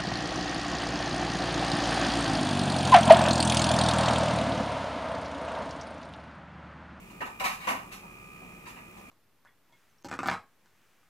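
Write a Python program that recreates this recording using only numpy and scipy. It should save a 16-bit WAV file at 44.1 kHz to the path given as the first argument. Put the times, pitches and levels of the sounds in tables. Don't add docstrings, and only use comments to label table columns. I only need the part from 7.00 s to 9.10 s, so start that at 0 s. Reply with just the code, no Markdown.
import sys
import numpy as np
from scipy import signal
from scipy.fft import rfft, irfft, next_fast_len
from scipy.io import wavfile
from scipy.ndimage import map_coordinates

SR = 44100
rng = np.random.default_rng(int(sys.argv[2]) if len(sys.argv) > 2 else 0)


def to_wav(sig):
    pcm = np.clip(np.atleast_2d(sig), -1, 1) * 32767
    pcm = np.round(pcm).astype(np.int16)
    wavfile.write(sys.argv[1], SR, pcm.T)


N = 92610
SIDES = np.array([[.5], [-.5]])
STEADY_LEAD_S = 0.00017


def amp(db):
    return 10 ** (np.asarray(db) / 20)


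def unit(x):
    return x / np.sqrt(np.mean(x ** 2) + 1e-20)


def along(points, hz):
    f, v = np.transpose(points)
    return np.interp(np.log(hz + 1), np.log(f + 1), v)


def wobble(rate):
    knots = rng.standard_normal(int(N * rate / SR) + 4)
    return map_coordinates(knots, [np.arange(N) * rate / SR])


def filtered(x, response):
    n = x.shape[-1]
    padded = next_fast_len(n + 8192)
    hz = np.fft.rfftfreq(padded, 1 / SR)
    return irfft(rfft(x, padded) * response(hz), padded)[..., :n]


def spread(pair, alike, gain, lead_s):
    def mix(hz):
        turn = np.arccos(np.clip(along(alike, hz), 0, 1)) / 2
        lead = np.exp(2j * np.pi * hz * lead_s * SIDES)
        shared = np.cos(turn) * np.array([[1], [1]])
        opposed = np.sin(turn) * np.array([[1], [-1]])
        return gain(hz) * lead * np.array([shared, opposed])
    return filtered(pair[:, None], mix).sum(axis=0)


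# (frequency [Hz], relative level [dB per Hz])
AIR_SPECTRUM = [(50, -4), (70, -11.5), (130, -2.5), (200, -5.5), (350, -6.5), (500, -12.5), (800, -10),
                (1600, -18.5), (2500, -12.5), (3500, -26), (5000, -36), (7500, -26.5), (12000, -34),
                (14500, -68), (15700, -81)]
# (frequency [Hz], likeness [0 to 1])
AIR_ALIKE = [(60, 0.92), (150, 1), (300, 0.74), (700, 0.052), (1500, 0.94), (3000, 0.23), (12000, 0.21)]
# (centre [Hz], width [Hz], boost [dB])
ROOM_TONES = [(106.4, 16, 5), (117.4, 28, -3.5), (177.7, 9.3, 9.5), (205, 34.5, 7.5), (270, 26, 2.5),
              (359, 21, 5)]
AIR_DB, AIR_WAVER_DB = -52.5, 1
HUM_HZ, HUM_WAVER_HZ = 41.5, 0.85
HUM_DB, HUM_WAVER_DB = -65.5, 2.5


def air():
    def colour(hz):
        peaks_db = sum(db / (1 + ((hz - centre) / width * 2) ** 2) for centre, width, db in ROOM_TONES)
        return amp(along(AIR_SPECTRUM, hz) + peaks_db) * (hz > 48)

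    noise = rng.standard_normal((2, N))
    rush = unit(spread(noise, AIR_ALIKE, colour, STEADY_LEAD_S))
    rush = rush * amp(AIR_DB + AIR_WAVER_DB * wobble(6.17))
    phase = 2 * np.pi * np.cumsum(HUM_HZ + HUM_WAVER_HZ * wobble(4.4)) / SR
    hum = np.sqrt(2) * amp(HUM_DB + HUM_WAVER_DB * wobble(6.55)) * np.sin(phase)
    return rush + hum


# (frequency [Hz], time to fall 60 dB [s])
ROOM_DECAY = [(200, 0.28), (1000, 0.37), (2500, 0.29), (5000, 0.33), (12000, 0.35)]
BUILD_S, DIRECT_DB = .002, -9
EARLY_DB, EARLY_S = -1.5, 0.0062


def echo():
    n = SR // 2
    hz, t, bands = signal.stft(rng.standard_normal((2, n)), SR, nperseg=256)
    decay = amp(-60 * t / along(ROOM_DECAY, hz)[:, None])
    tail = signal.istft(bands * decay, SR, nperseg=256)[1][:, :n]
    age = np.arange(n) / SR
    build_up = 1 - np.exp(-age / BUILD_S)
    early = 1 + amp(EARLY_DB) * np.exp(-age / EARLY_S)
    tail = tail * build_up * early
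    tail = tail / np.linalg.norm(tail[0])
    tail[:, 0] += amp(DIRECT_DB)
    return tail


# (time [s], rms level over the first 50 ms [dB], rattle length [s],
#   tilt above the turn [dB per octave], treble burst [dB], bass shelf [dB])
KNOCKS = [(0.098, -55.5, 0.009, -2.5, 6, 7), (0.206, -38.5, 0.0032, -7, -7, 0),
          (.215, -36, 0.0029, -6.5, -10, -1), (0.249, -44, 0.017, -14, -5, -11),
          (0.398, -36, 0.0065, 4, 3.5, -1), (0.406, -33.5, 0.0068, -23, -10.5, -4.5),
          (0.44, -30, 0.0084, 0.5, 8, -4), (0.451, -31, 0.0071, 2, 11, -2.5),
          (0.497, -39, 0.032, 1.5, 6.5, 3.5), (0.6, -43.5, 0.26, 3, 3, 1),
          (0.672, -29.5, 0.0036, -6, -2, -6.5), (0.682, -31, 0.0082, 2, 6.5, 3),
          (0.699, -32, 0.0068, -6.5, -3.5, 1), (0.756, -43.5, 0.026, -4.5, -17, -20),
          (0.914, -44.5, 0.02, 2.5, 15, 3), (1.028, -51.5, .02, -18, -21, -7),
          (1.418, -55.5, 0.017, -23, -21, 1), (1.656, -46, 0.021, -0.5, 9.5, 3),
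          (1.695, -54, 0.0087, 2, 12, 5), (1.761, -50.5, 0.025, -3.5, -8, -7),
          (1.959, -54, 0.024, -16, -1, -7)]
# (frequency [Hz], width [Hz], relative level [dB])
BODY_MODES = [(233, 110, -3.5), (282.6, 40, -3.5), (424, 107, -12), (520, 62, -3.5), (783, 111, -0.5),
              (916, 39, 4.5), (997, 85, 4), (1158, 40, 4), (1289, 29.3, 4), (1498, 104, -2),
              (1818, 230, 0.5), (2268, 123, 2), (2415, 163, 0.5), (2833, 156, 0.5), (3750, 370, -14)]
# (frequency [Hz], relative level [dB])
TREBLE_SPECTRUM = [(2000, -24), (3500, -21), (5000, -24), (7000, -22.5), (9500, -28), (13000, -26),
                   (15000, -37.5), (15700, -40)]
# (frequency [Hz], likeness [0 to 1])
ROOM_ALIKE = [(150, 1), (300, 1), (700, 0.5), (1500, 0.32), (3000, 0.45), (12000, 0.11)]
MODE_SCATTER_DB = 1.5
RATTLE_PER_S, RATTLE_DB = 560, 0.5
GRAINS_PER_S, GRAINS_DB = 2500, 0
TURN_HZ, BASS_HZ = 950, 470
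LOW_CUT_HZ = 120
KNOCK_LEAD_S = 0.00029


def body(hz, mode_gains, tilt_db, bass_db):
    ring = 0
    for k, ((centre, width, db), gain) in enumerate(zip(BODY_MODES, mode_gains)):
        damping = 1j * hz * width
        ring = ring + (-1) ** k * gain * amp(db) * damping / (centre * centre - hz * hz + damping)
    lean_db = tilt_db * np.log2(1 + (hz / TURN_HZ) ** 4) / 4
    lean_db = lean_db + bass_db / (1 + (hz / BASS_HZ) ** 4)
    return ring * amp(lean_db) * (1j * hz / (LOW_CUT_HZ + 1j * hz)) ** 2


def in_room(source, colour, n):
    answer = signal.fftconvolve(echo(), source[None], axes=1)[:, :n]
    return spread(answer, ROOM_ALIKE, colour, KNOCK_LEAD_S)


def knocks():
    n = SR // 2
    out = np.zeros((2, N + SR))
    t = np.arange(n // 4) / SR
    for start_s, db, length_s, tilt_db, treble_db, bass_db in KNOCKS:
        mode_gains = amp(MODE_SCATTER_DB * rng.standard_normal(len(BODY_MODES)))
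        fade = np.exp(-(t / length_s) ** 2)

        touch = rng.random(len(t)) < RATTLE_PER_S / SR
        sign = rng.choice([-1, 1], size=len(t))
        contacts = touch * sign * amp(RATTLE_DB * rng.standard_normal(len(t))) * fade
        contacts[0] = 1

        grains = (rng.random(len(t)) < GRAINS_PER_S / SR) * rng.standard_normal(len(t))
        grains = grains * amp(GRAINS_DB * rng.standard_normal(len(t)))
        burst = grains * t / length_s * fade
        burst = burst * np.linalg.norm(contacts) / (np.linalg.norm(burst) + 1e-9)

        heard = in_room(contacts, lambda hz: body(hz, mode_gains, tilt_db, bass_db), n)
        heard = heard + in_room(burst, lambda hz: amp(along(TREBLE_SPECTRUM, hz) + treble_db), n)
        onset_rms = np.sqrt(np.mean(heard[:, :SR // 20] ** 2))
        out[:, round(start_s * SR):][:, :n] += amp(db) * heard / onset_rms
    return out[:, :N]


# (time [s], commutator rate before waver [Hz], effort [dB])
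MOTOR_COURSE = [(0, 69, -9), (0.201, 65.7, 0), (.4, 65.6, 4), (.85, 66.56, 0), (1.05, 68.6, 1),
                (1.3, 67.82, 4), (1.45, 70.05, 3.5), (1.6, 66.4, 0.5), (1.8, 64.96, 2), (1.952, 69.7, -1),
                (2.1, 69.2, 1.5)]
# (multiple of the switching rate, multiple of the commutator rate,
#   rms level before effort and waver [dB], left-right difference [dB], left lead [rad])
WHINE_TONES = [(1, 0, -62.5, 0, 1.2), (1, 1, -64.5, -5.5, 1.92), (2, -1, -78, -1.5, 4.1),
               (2, 0, -63, 11, 1.86), (2, 1, -61, -1, 2.08), (2, 2, -66.5, 5, 1.97)]
# (frequency [Hz], relative level [dB per Hz])
GEAR_SPECTRUM = [(500, -3.5), (800, -16), (1250, -2), (1550, -15), (2200, -7), (2550, -2), (3000, -16),
                 (3600, -17.5)]
SWITCH_HZ = 1200
WAVER_DB, WAVER_HZ = 1, 0.51
GEARS_DB, GEARS_PULSE = -56.5, 0.19
GEARS_FOLLOW = 0.033


def motor():
    t = np.arange(N) / SR
    course_s, rate_hz, effort_db = np.transpose(MOTOR_COURSE)
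    commutator_hz = np.interp(t, course_s, rate_hz) + WAVER_HZ * wobble(12.75)
    turn = 2 * np.pi * np.cumsum(commutator_hz) / SR
    effort_db = np.interp(t, course_s, effort_db)

    whine = np.zeros((2, N))
    for switch_k, turn_k, db, pan_db, lead in WHINE_TONES:
        level = np.sqrt(2) * amp(db + pan_db * SIDES + WAVER_DB * wobble(8.91))
        phase = 2 * np.pi * switch_k * SWITCH_HZ * t + turn_k * turn + lead * SIDES
        whine += level * np.sin(phase)

    beat = rng.standard_normal((2, N)) * (1 + GEARS_PULSE * np.sin(turn))
    gears = unit(spread(beat, ROOM_ALIKE, lambda hz: amp(along(GEAR_SPECTRUM, hz)), STEADY_LEAD_S))
    return amp(effort_db) * whine + amp(GEARS_DB + GEARS_FOLLOW * effort_db) * gears


def scene():
    return air() + knocks() + motor()


# (frequency [Hz], left-right level [dB])
PORT_BALANCE = [(200, 0), (380, -1), (700, -1), (1300, 0), (2400, -5.5), (4400, 2.5), (8100, -1),
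                (15000, -0.5)]
TOP_HZ = 15700


def record(dry):
    return filtered(dry, lambda hz: amp(along(PORT_BALANCE, hz) * SIDES) * (hz < TOP_HZ))


dry = scene()
out = record(dry)
to_wav(out)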